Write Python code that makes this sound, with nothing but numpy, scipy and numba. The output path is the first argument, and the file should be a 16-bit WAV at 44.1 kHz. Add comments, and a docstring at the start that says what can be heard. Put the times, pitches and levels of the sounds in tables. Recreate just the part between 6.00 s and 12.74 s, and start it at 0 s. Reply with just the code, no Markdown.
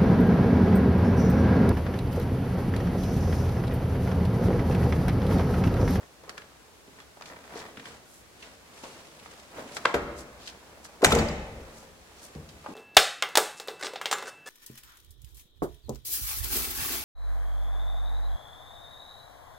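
"""Car door in a large workshop

Close by, on a camera's stereo microphones, someone climbs out of an old saloon car: small clicks,
seat rustle, steps. The door, a little to the left, swings over its check strap with a clack and a
knock, then slams: seal thump, latch crash, rattles, cabin boom. The limiter ducks; the hall rings on."""
import sys
import numpy as np
from scipy import signal
from scipy.fft import rfft, irfft, next_fast_len
from scipy.io import wavfile
from scipy.ndimage import uniform_filter1d, minimum_filter1d
from numba import njit

SR = 44100
rng = np.random.default_rng(int(sys.argv[2]) if len(sys.argv) > 2 else 0)


def wrap_up_sound(samples):
    """Save the sound to the file named by the first command line argument, as 16-bit audio."""
    columns = np.atleast_2d(samples).T
    # keep every value between -1 and 1, then stretch to whole-number steps
    tamed = np.clip(columns, -1, 1)
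    steps = np.round(tamed * 32767).astype(np.int16)
    wavfile.write(sys.argv[1], SR, steps)


N = 297234
T = np.arange(N) / SR

# the check strap rolls over its notch: t/s, strap ring/dB, hinge clatter/dB
STRAP_SNAPS = [(3.8517, -24, -47), (3.8539, -14, -20.5), (3.8554, -6, -26), (3.94, -30, -33.5),
               (3.9433, -18.5, -27.5)]


def undb(db):
    """Decibels to gain."""
    return 10 ** (np.asarray(db) / 20)


def unit(x):
    """Scale to rms 1."""
    return x / np.sqrt(np.mean(x ** 2))


def impact(x):
    """Scale to the energy of 10 ms at rms 1."""
    return x / np.sqrt(np.mean(x ** 2) * x.shape[-1] / SR * 100)


def add(out, s, x):
    """Mix x in from time s on."""
    i = max(int(s * SR), 0)
    out[..., i:i + x.shape[-1]] += x[..., :N - i]


def on_log(hz, points):
    """Read (f/Hz, value) points on a log-frequency axis."""
    f, value = np.transpose(points)
    return np.interp(np.log(hz + 1), np.log(f), value)


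def colour(x, points, size=4096):
    """Minimum-phase filter with the given (f/Hz, level/dB) response."""
    gain = undb(on_log(np.fft.rfftfreq(size, 1 / SR), points))
    cepstrum = irfft(np.log(gain))
    cepstrum[1:size // 2] *= 2
    cepstrum[size // 2 + 1:] = 0
    response = irfft(np.exp(rfft(cepstrum)))
    return signal.fftconvolve(x, response[None], axes=1)[:, :x.shape[1]]


def resonate(x, hz, q):
    """One resonance."""
    return signal.lfilter(*signal.iirpeak(min(hz, SR / 3), max(q, hz / SR * 4), fs=SR), x)


def band(x, hz, q):
    """The same resonance twice, for steeper skirts."""
    return resonate(resonate(x, hz, q), hz, q)


def low_cut(x, hz):
    """A small part cannot radiate long waves."""
    return signal.sosfilt(signal.butter(2, hz, "high", fs=SR, output="sos"), x)


def diffuse(count, mic_spacing_s=0.00029):
    """Noise from all sides: microphones 10 cm apart agree only in the bass."""
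    size = next_fast_len(count, True)
    mid, side = rfft(rng.standard_normal((2, size)))
    alike = np.sinc(2 * np.fft.rfftfreq(size, 1 / SR) * mic_spacing_s)
    mid, side = mid * np.sqrt((1 + alike) / 2), side * np.sqrt((1 - alike) / 2)
    return irfft([mid + side, mid - side], size)[:, :count]


def fade(t, rise, t60):
    """Smooth attack and exponential decay."""
    return (1 - np.exp(-(t / rise) ** 2)) * undb(-60 * t / t60)


def burst(rise, t60, count=8192):
    """Countless close modes ringing down together."""
    return diffuse(count) * fade(T[:count], rise, t60)


def ring(modes, rise):
    """The clear modes of a struck part."""
    t = T[T < 1.2 * max(t60 for _, _, t60 in modes)]
    return sum(undb(db) * np.sin(2 * np.pi * hz * t) * fade(t, rise, t60) for hz, db, t60 in modes)


def grains(rate, rough_db, count=N):
    """Friction noise: fibres and grit catch and slip with uneven strength."""
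    strength = rng.standard_normal(count // 20)
    flicker_db = rough_db * np.interp(T[:count] * rate, np.arange(len(strength)), strength)
    return unit(diffuse(count) * undb(flicker_db))


def pan(x, left_db, lag=0):
    """The left microphone leads the right by left_db in level and by lag samples in time."""
    left, right = np.broadcast_to(x, (2, N))
    return np.array([left * undb(left_db / 2), np.roll(right, lag) * undb(-left_db / 2)])


def compact(x):
    """A small source gives both microphones mostly the same wave."""
    return np.array([x[0], (x[0] + x[1]) / np.sqrt(2)])


def shaded(x):
    """The camera housing colours what reaches the right microphone."""
    housing = [(700, -0.5), (1300, -2), (2300, 2), (4400, 1.5), (8000, 0), (14000, -3)]  # response on the far side: f/Hz, level/dB
    return np.array([x[0], colour(x[1:], housing)[0]])


def effort(release_share=0.68):
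    """Strength of the low rub and the cloth hiss: each movement swells, then dies a little faster."""
    moves = [(.015, .06, -52.5, -70), (.35, 0.14, -54, -74), (.99, 0.081, -56, -59.5),
             (1.32, 0.11, -50.5, -68), (1.601, 0.19, -47, -54), (1.898, 0.12, -50.5, -51.5),
             (2.47, 0.13, -54.5, -54.5), (2.93, 0.26, -53, -52), (3.33, 0.28, -55.5, -53.5),
             (3.601, 0.062, -42.5, -51.5), (3.8, 0.25, -47.5, -49.5), (4.5, 0.36, -54.5, -63),
             (4.98, 0.42, -55, -64), (5.72, 0.29, -53, -59), (6.28, 0.23, -55.5, -57),
             (6.7, 0.23, -56, -58)]  # shifts of the body: peak t/s, swell/s, rub/dB, cloth/dB
    rub, cloth = np.zeros(N), np.zeros(N)
    for s, swell, rub_db, cloth_db in moves:
        width = np.where(T < s, swell, swell * release_share)
        power = np.exp(-2 * ((T - s) / width) ** 2)
        rub += power * undb(rub_db) ** 2
        cloth += power * undb(cloth_db) ** 2
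    return np.sqrt(rub), np.sqrt(cloth)


def rustle(rubbing, brushing):
    """Clothes rub over the seat and hiss as they brush."""
    rub_spectrum = [(50, -11), (200, 0), (550, -0.5), (1000, -2), (2200, -9), (4000, -26.5), (10000, -27.5)]  # low rubbing: f/Hz, level/dB
    cloth_spectrum = [(800, 2), (2500, 13), (7500, 5.5), (11000, 1), (16000, -35)]  # fabric hiss: f/Hz, level/dB
    rub = unit(colour(grains(rate=160, rough_db=3), rub_spectrum))
    cloth = unit(colour(grains(rate=180, rough_db=3), cloth_spectrum))
    return rub * rubbing + cloth * brushing * undb(-1.5)


def creaks(rubbing, peak_slips_per_s=80, out_of_seat_s=2.0):
    """Seat covers stick and slip in gritty ticks, denser and louder as the rubbing grows."""
    seated = T < out_of_seat_s
    chance = peak_slips_per_s / SR * rubbing / rubbing[seated].max()
    slips = seated * (rng.random(N) < chance) * rng.uniform(0.73, 1, N)
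    tick = band(burst(rise=0.00025, t60=0.014), hz=1700, q=0.88)
    ticks = signal.fftconvolve(slips[None], tick, axes=1)[:, :N]
    return ticks / ticks[:, seated].std() * rubbing * undb(-7.5)


def taps(blows, q, rise, tick_hz, tick_q):
    """Light blows: a damped resonance with a broad tick of contact on top."""
    out = np.zeros((2, N))
    for s, db, hz, tick_db, t60 in blows:
        tone = impact(band(burst(rise, t60), hz, q))
        tick = impact(band(burst(rise, t60), tick_hz, tick_q))
        add(out, s, undb(db) * (tone + undb(tick_db) * tick))
    return out


def clicks():
    """A hand tool and trim meet in small hard clicks."""
    blows = [(.235, -50, 577, -13, 0.044), (.278, -47, 610, -20, 0.067), (.293, -40, 1500, -1, 0.035),
             (.378, -39.5, 1670, -6.5, 0.035), (.417, -49.5, 1690, -16, 0.036),
             (1.001, -50, 1460, -5, 0.051), (1.17, -50, 600, -19, 0.037), (1.21, -44, 900, -11, 0.024),
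             (1.221, -45, 1420, -3.5, 0.032), (1.257, -46.5, 2760, -6, 0.046),
             (1.77, -42.5, 1780, -26, 0.064), (1.796, -44.5, 2010, -14, 0.05), (1.855, -43, 1760, -6, .06),
             (2.424, -43, 2420, -16, 0.2), (3.259, -44.5, 1090, -26, 0.023),
             (3.767, -33.5, 1200, -3, 0.044), (4.473, -39.5, 3080, -17, 0.11),
             (4.497, -52, 3450, -5, 0.038), (4.852, -47.5, 1514, -10, 0.029),
             (6.489, -56, 3670, 5.5, 0.084)]  # hard contacts: t/s, level/dB, f/Hz, relative tick/dB, t60/s
    return taps(blows, q=0.75, rise=0.00056, tick_hz=4100, tick_q=0.86)


def clinks():
    """A hand tool rings on after touching the trim."""
    tones = [(0.295, -64, 1690, 0.31), (.379, -51, 1680, 0.24), (1.002, -53.5, 3350, 0.085),
             (2.426, -43, 2710, 0.061)]  # thin ringing metal: t/s, level/dB, f/Hz, t60/s
    out = np.zeros((2, N))
    for s, db, hz, t60 in tones:
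        add(out, s, undb(db) * ring([(hz, 0, t60)], rise=0.0004))
    return out


def bumps():
    """Feet and elbows land with dull bumps."""
    blows = [(.875, -50, 295, -12, 0.1), (1.313, -47.5, 400, -16, 0.11), (1.553, -37.5, 407, -11, 0.076),
             (1.598, -46.5, 260, 2, 0.11), (1.77, -43, 202, -18, 0.22), (1.87, -51, 217, -2, 0.083),
             (2.834, -43.5, 282, -7, 0.024), (2.836, -41, 745, -2, 0.15), (3.582, -36.5, 606, -23, 0.089),
             (3.65, -43, 284, -24, 0.08), (6.349, -46, 332, -8, 0.023), (6.355, -36, 106, -30.5, 0.094),
             (6.641, -47.5, 880, -27, 0.074), (6.6595, -35, 784, -36, 0.06), (6.682, -36, 252, -17, 0.24)]  # soft contacts: t/s, level/dB, f/Hz, relative tick/dB, t60/s
    return taps(blows, q=1.0, rise=0.0014, tick_hz=1800, tick_q=0.36)


def scuffs():
    """Soles and sleeves slide in short swells of bright grit."""
    slides = [(1.282, 0.031, -53.5, 5000), (1.583, 0.029, -47, 4500), (2.149, 0.075, -56.5, 8100),
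              (2.866, 0.14, -57.5, 6000), (3.765, 0.019, -42.5, 6100), (4.196, 0.029, -47, 6300),
              (4.421, 0.024, -51, 3654), (4.479, 0.033, -46.5, 4300), (4.853, 0.015, -47, 6240),
              (5.788, 0.066, -56.5, 6300), (6.193, 0.028, -55.5, 5000), (6.248, 0.029, -48.5, 7100)]  # brief slides: middle t/s, half length/s, level/dB, f/Hz
    out = np.zeros((2, N))
    t = T[:SR // 4] - 1 / 8
    for s, half, db, hz in slides:
        grit = unit(band(grains(rate=330, rough_db=3, count=len(t)), hz, q=0.95))
        add(out, s + t[0], undb(db) * grit * np.exp(-(t / half) ** 2))
    return out


def check_strap():
    """The roller snaps over the notch of the strap and rings briefly."""
    modes = [(550, -6, 0.019), (1060, 2.5, 0.01), (1210, -2, 0.0077), (1590, 0, 0.023), (2010, -7, 0.01),
             (2390, 1, 0.0038), (2600, -14, 0.0078), (3080, -13, 0.012), (4260, -6.5, 0.0044),
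             (5860, -27, 0.011), (8300, -21, 0.0086)]  # strap modes: f/Hz, level/dB, t60/s
    out = np.zeros(N)
    for s, db, _ in STRAP_SNAPS:
        add(out, s, undb(db) * ring(modes, rise=0.00019))
    return pan(low_cut(out, hz=550), left_db=2.5, lag=1)


def hinge(t60):
    """The sheet metal around the hinge clatters with each snap of the strap."""
    spectrum = [(100, -27.5), (300, -3), (700, -3), (1300, 1.5), (1900, -0.5), (2700, -8.5), (4500, -16.5),
                (8000, -26.5), (16000, -51)]  # sheet metal clatter: f/Hz, level/dB
    out = np.zeros((2, N))
    for s, _, db in STRAP_SNAPS:
        add(out, s, undb(db) * impact(colour(burst(rise=0.00092, t60=t60), spectrum)))
    return out


def latch(linger_s=0):
    """The latch crashes onto the striker; rods and window gear rattle in the door."""
    # steel on steel: t/s, level/dB, rise/s, t60/s, ring f/Hz, relative ring/dB
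    blows = [(3.9405, -32.5, 0.00096, 0.099, 1910, -2), (5.0173, -36.5, .002, 0.23, 980, 7.5),
             (5.038, -25, 0.0019, 0.066, 880, -5), (5.0448, -3, 0.0026, 0.024, 2190, -13),
             (5.0575, -19.5, 0.00054, 0.03, 6600, -0.5), (5.067, -25, 0.00049, .014, 1550, 2),
             (5.106, -26, 0.00084, 0.047, 1020, -5), (5.1165, -29.5, 0.0018, 0.042, 1305, 9.5),
             (5.122, -21.5, 0.0008, 0.037, 3520, -4.5), (5.149, -32, 0.0016, 0.025, 7060, 3.5),
             (5.186, -31, 0.00086, 0.062, 4400, -2.5), (5.283, -43, 0.0024, .04, 5000, 2)]
    spectrum = [(100, -24), (300, -1.5), (700, 4.5), (1400, 0.5), (2200, 2), (3200, -3), (4500, -5.5),
                (5600, -7), (7500, -5), (9500, -8.5), (14500, -20), (17000, -35)]  # steel crash: f/Hz, level/dB
    out = np.zeros((2, N))
    for s, db, rise, t60, hz, ring_db in blows:
        crash = impact(colour(burst(rise, t60 + linger_s), spectrum))
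        part = impact(resonate(burst(rise, t60 + linger_s), hz, q=7.0))
        add(out, s, undb(db) * (crash + undb(ring_db) * part))
    return out


def door_panel():
    """The damped door skin thumps as the strap lets go and as the rubber seal lands."""
    blows = [(3.9422, -14.5, 0.00064), (3.9507, -12.5, 0.0012), (3.9625, -14.5, 0.0015),
             (5.009, -26, 0.003), (5.0193, -48, 0.00073), (5.028, 0, 0.0027), (5.046, -8.5, 0.00082),
             (5.068, -17, 0.00086), (5.128, -5, 0.0017), (5.16, -7.5, 0.002)]  # blunt blows: t/s, level/dB, rise/s
    modes = [(311, -3, 0.03), (401.6, 0, 0.034), (461, -8, 0.059), (564, -7.5, 0.048), (677, -7.5, 0.038),
             (832, -10, 0.024), (1150, -16, 0.016), (1405, -16, 0.02)]  # door skin modes: f/Hz, level/dB, t60/s
    out = np.zeros(N)
    for s, db, rise in blows:
        add(out, s, undb(db) * ring(modes, rise))
    return pan(low_cut(out, hz=270), left_db=2.0, lag=6)


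def car_body():
    """Cabin air and large panels boom while the shell shudders."""
    blows = [(3.943, -63, -30, 0.0048), (4.01, -43, -33, 0.0063), (5.056, -28, -14, 0.0032),
             (5.12, -56, -17.5, 0.0098), (5.165, -49, -17, 0.0094), (5.545, -50, -42, 0.01),
             (6.353, -53.5, -39.5, 0.0065)]  # jolts to the car: t/s, boom/dB, shudder/dB, rise/s
    modes = [(32.6, -2, 0.18), (49, 3.5, 0.34), (59, -3, 1.25), (84.7, -4, 1.3), (103, 0, 0.31),
             (144.3, -5, 1), (227, -8.5, 0.99), (323.7, -5, 1.3), (470, -1.5, 0.66), (536, -11, 1.6),
             (653, -19, 1.6)]  # cabin and panel modes: f/Hz, level/dB, t60/s
    spectrum = [(20, -9), (45, 7), (80, 7.5), (130, 5), (220, 6.5), (450, -1), (700, -5.5), (1200, -12),
                (3000, -36.5)]  # shuddering shell: f/Hz, level/dB
    out = np.zeros((2, N))
    for s, boom_db, shudder_db, rise in blows:
        shudder = impact(colour(burst(rise, t60=0.36, count=SR), spectrum))
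        add(out, s, undb(boom_db) * ring(modes, rise))
        add(out, s, undb(shudder_db) * shudder)
    return pan(out, left_db=2.5, lag=3)


def trim_buzz(start_s=5.05, level_db=-32):
    """Loose trim chatters finely after the slam and settles."""
    spectrum = [(500, -22), (2000, -2), (6000, 0), (10000, -8), (15000, -7)]  # buzzing trim: f/Hz, level/dB
    out = np.zeros((2, N))
    chatter = unit(colour(grains(rate=640, rough_db=2, count=SR), spectrum))
    add(out, start_s, undb(level_db) * chatter * fade(T[:SR], rise=0.011, t60=0.42))
    return out


def hall(x, near_db=-8, far_db=-7, far_rise_s=0.062):
    """Floor and car answer at once; the far walls build up slowly and lose their treble first."""
    bands = [(41, -1, 1.86), (120, 0.5, 1.34), (314, -2.5, 1.04), (574, 1.5, 1.02), (1240, -3, 1.025),
             (2500, -6, 1.05), (4900, -5, 0.9), (7950, -6, 0.63), (15000, -29, 0.35)]  # workshop reverberation: f/Hz, level/dB, t60/s
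    count = 2 * SR
    hz, t, noise = signal.stft(diffuse(count), SR, nperseg=512)
    t60 = on_log(hz, [(f, decay) for f, _, decay in bands])[:, None]
    tail = signal.istft(noise * undb(-60 * t / t60), SR)[1][:, :count]
    far = tail * (1 - np.exp(-T[:count] / far_rise_s)) / np.sqrt(SR / 20)
    near = burst(rise=0.004, t60=0.24, count=count) / np.sqrt(SR / 100)
    echo = colour(undb(far_db) * far + undb(near_db) * near, [(f, db) for f, db, _ in bands])
    return signal.fftconvolve(x[:1], echo, axes=1)[:, :N]


def room_tone(level_db=-54.5):
    """Still workshop air, with separate hiss in each microphone."""
    spectrum = [(20, -24), (40, -14), (62, 5.5), (100, -3.5), (200, -5), (500, -3.5), (1000, -7.5),
                (1700, -9.5), (3000, -13), (7000, -16), (11000, -21), (15500, -26)]  # noise floor: f/Hz, relative level/dB
    hiss = 1.08 * rng.standard_normal((2, N))
    return undb(level_db) * unit(colour(diffuse(N) + hiss, spectrum))


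def scene():
    """Person and door are heard directly and through the hall, over the room tone."""
    rubbing, brushing = effort()
    small_sounds = rustle(rubbing, brushing) + creaks(rubbing) + clicks() + clinks() + scuffs()
    knocks, strap, thump, boom = bumps(), check_strap(), door_panel(), car_body()
    clatter = pan(hinge(t60=0.031), left_db=-0.5, lag=1)
    crash = pan(compact(latch()), left_db=2.0, lag=7)
    door = strap + shaded(clatter + crash + trim_buzz()) + thump + boom
    # sharp blows spread through the whole shell, which feeds them to the hall for longer
    shell = undb(6.5) * hinge(t60=0.089) + undb(-1) * latch(linger_s=0.04)
    person_send = undb(0.5) * small_sounds + undb(3.5) * knocks
    door_send = undb(-7) * strap + undb(-2) * thump + undb(-3) * boom + shell
    echo = pan(hall(person_send + door_send), left_db=0.9)
    return small_sounds + knocks + door + echo + room_tone()


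@njit
def held_peak(size, release):
    """Peak follower: jumps up at once, sinks slowly."""
    out, held = np.empty(len(size)), 0.
    for i in range(len(size)):
        held = max(size[i], held * release)
        out[i] = held
    return out


def record(dry, threshold=1.26, release_s=0.14, saturation=0.88, top_hz=15900):
    """The limiter ducks under the slam and recovers; peaks are rounded and the top is cut."""
    peak = held_peak(np.abs(dry).max(axis=0), np.exp(-1 / (release_s * SR)))
    gain = threshold / np.maximum(peak, threshold)
    smooth_gain = uniform_filter1d(minimum_filter1d(gain, size=32), size=32)
    rounded = saturation * np.tanh(dry * smooth_gain / saturation)
    high_cut = signal.ellip(8, 0.05, 50, top_hz, fs=SR, output="sos")
    return signal.sosfiltfilt(high_cut, rounded)


dry = scene()
out = record(dry)
wrap_up_sound(out)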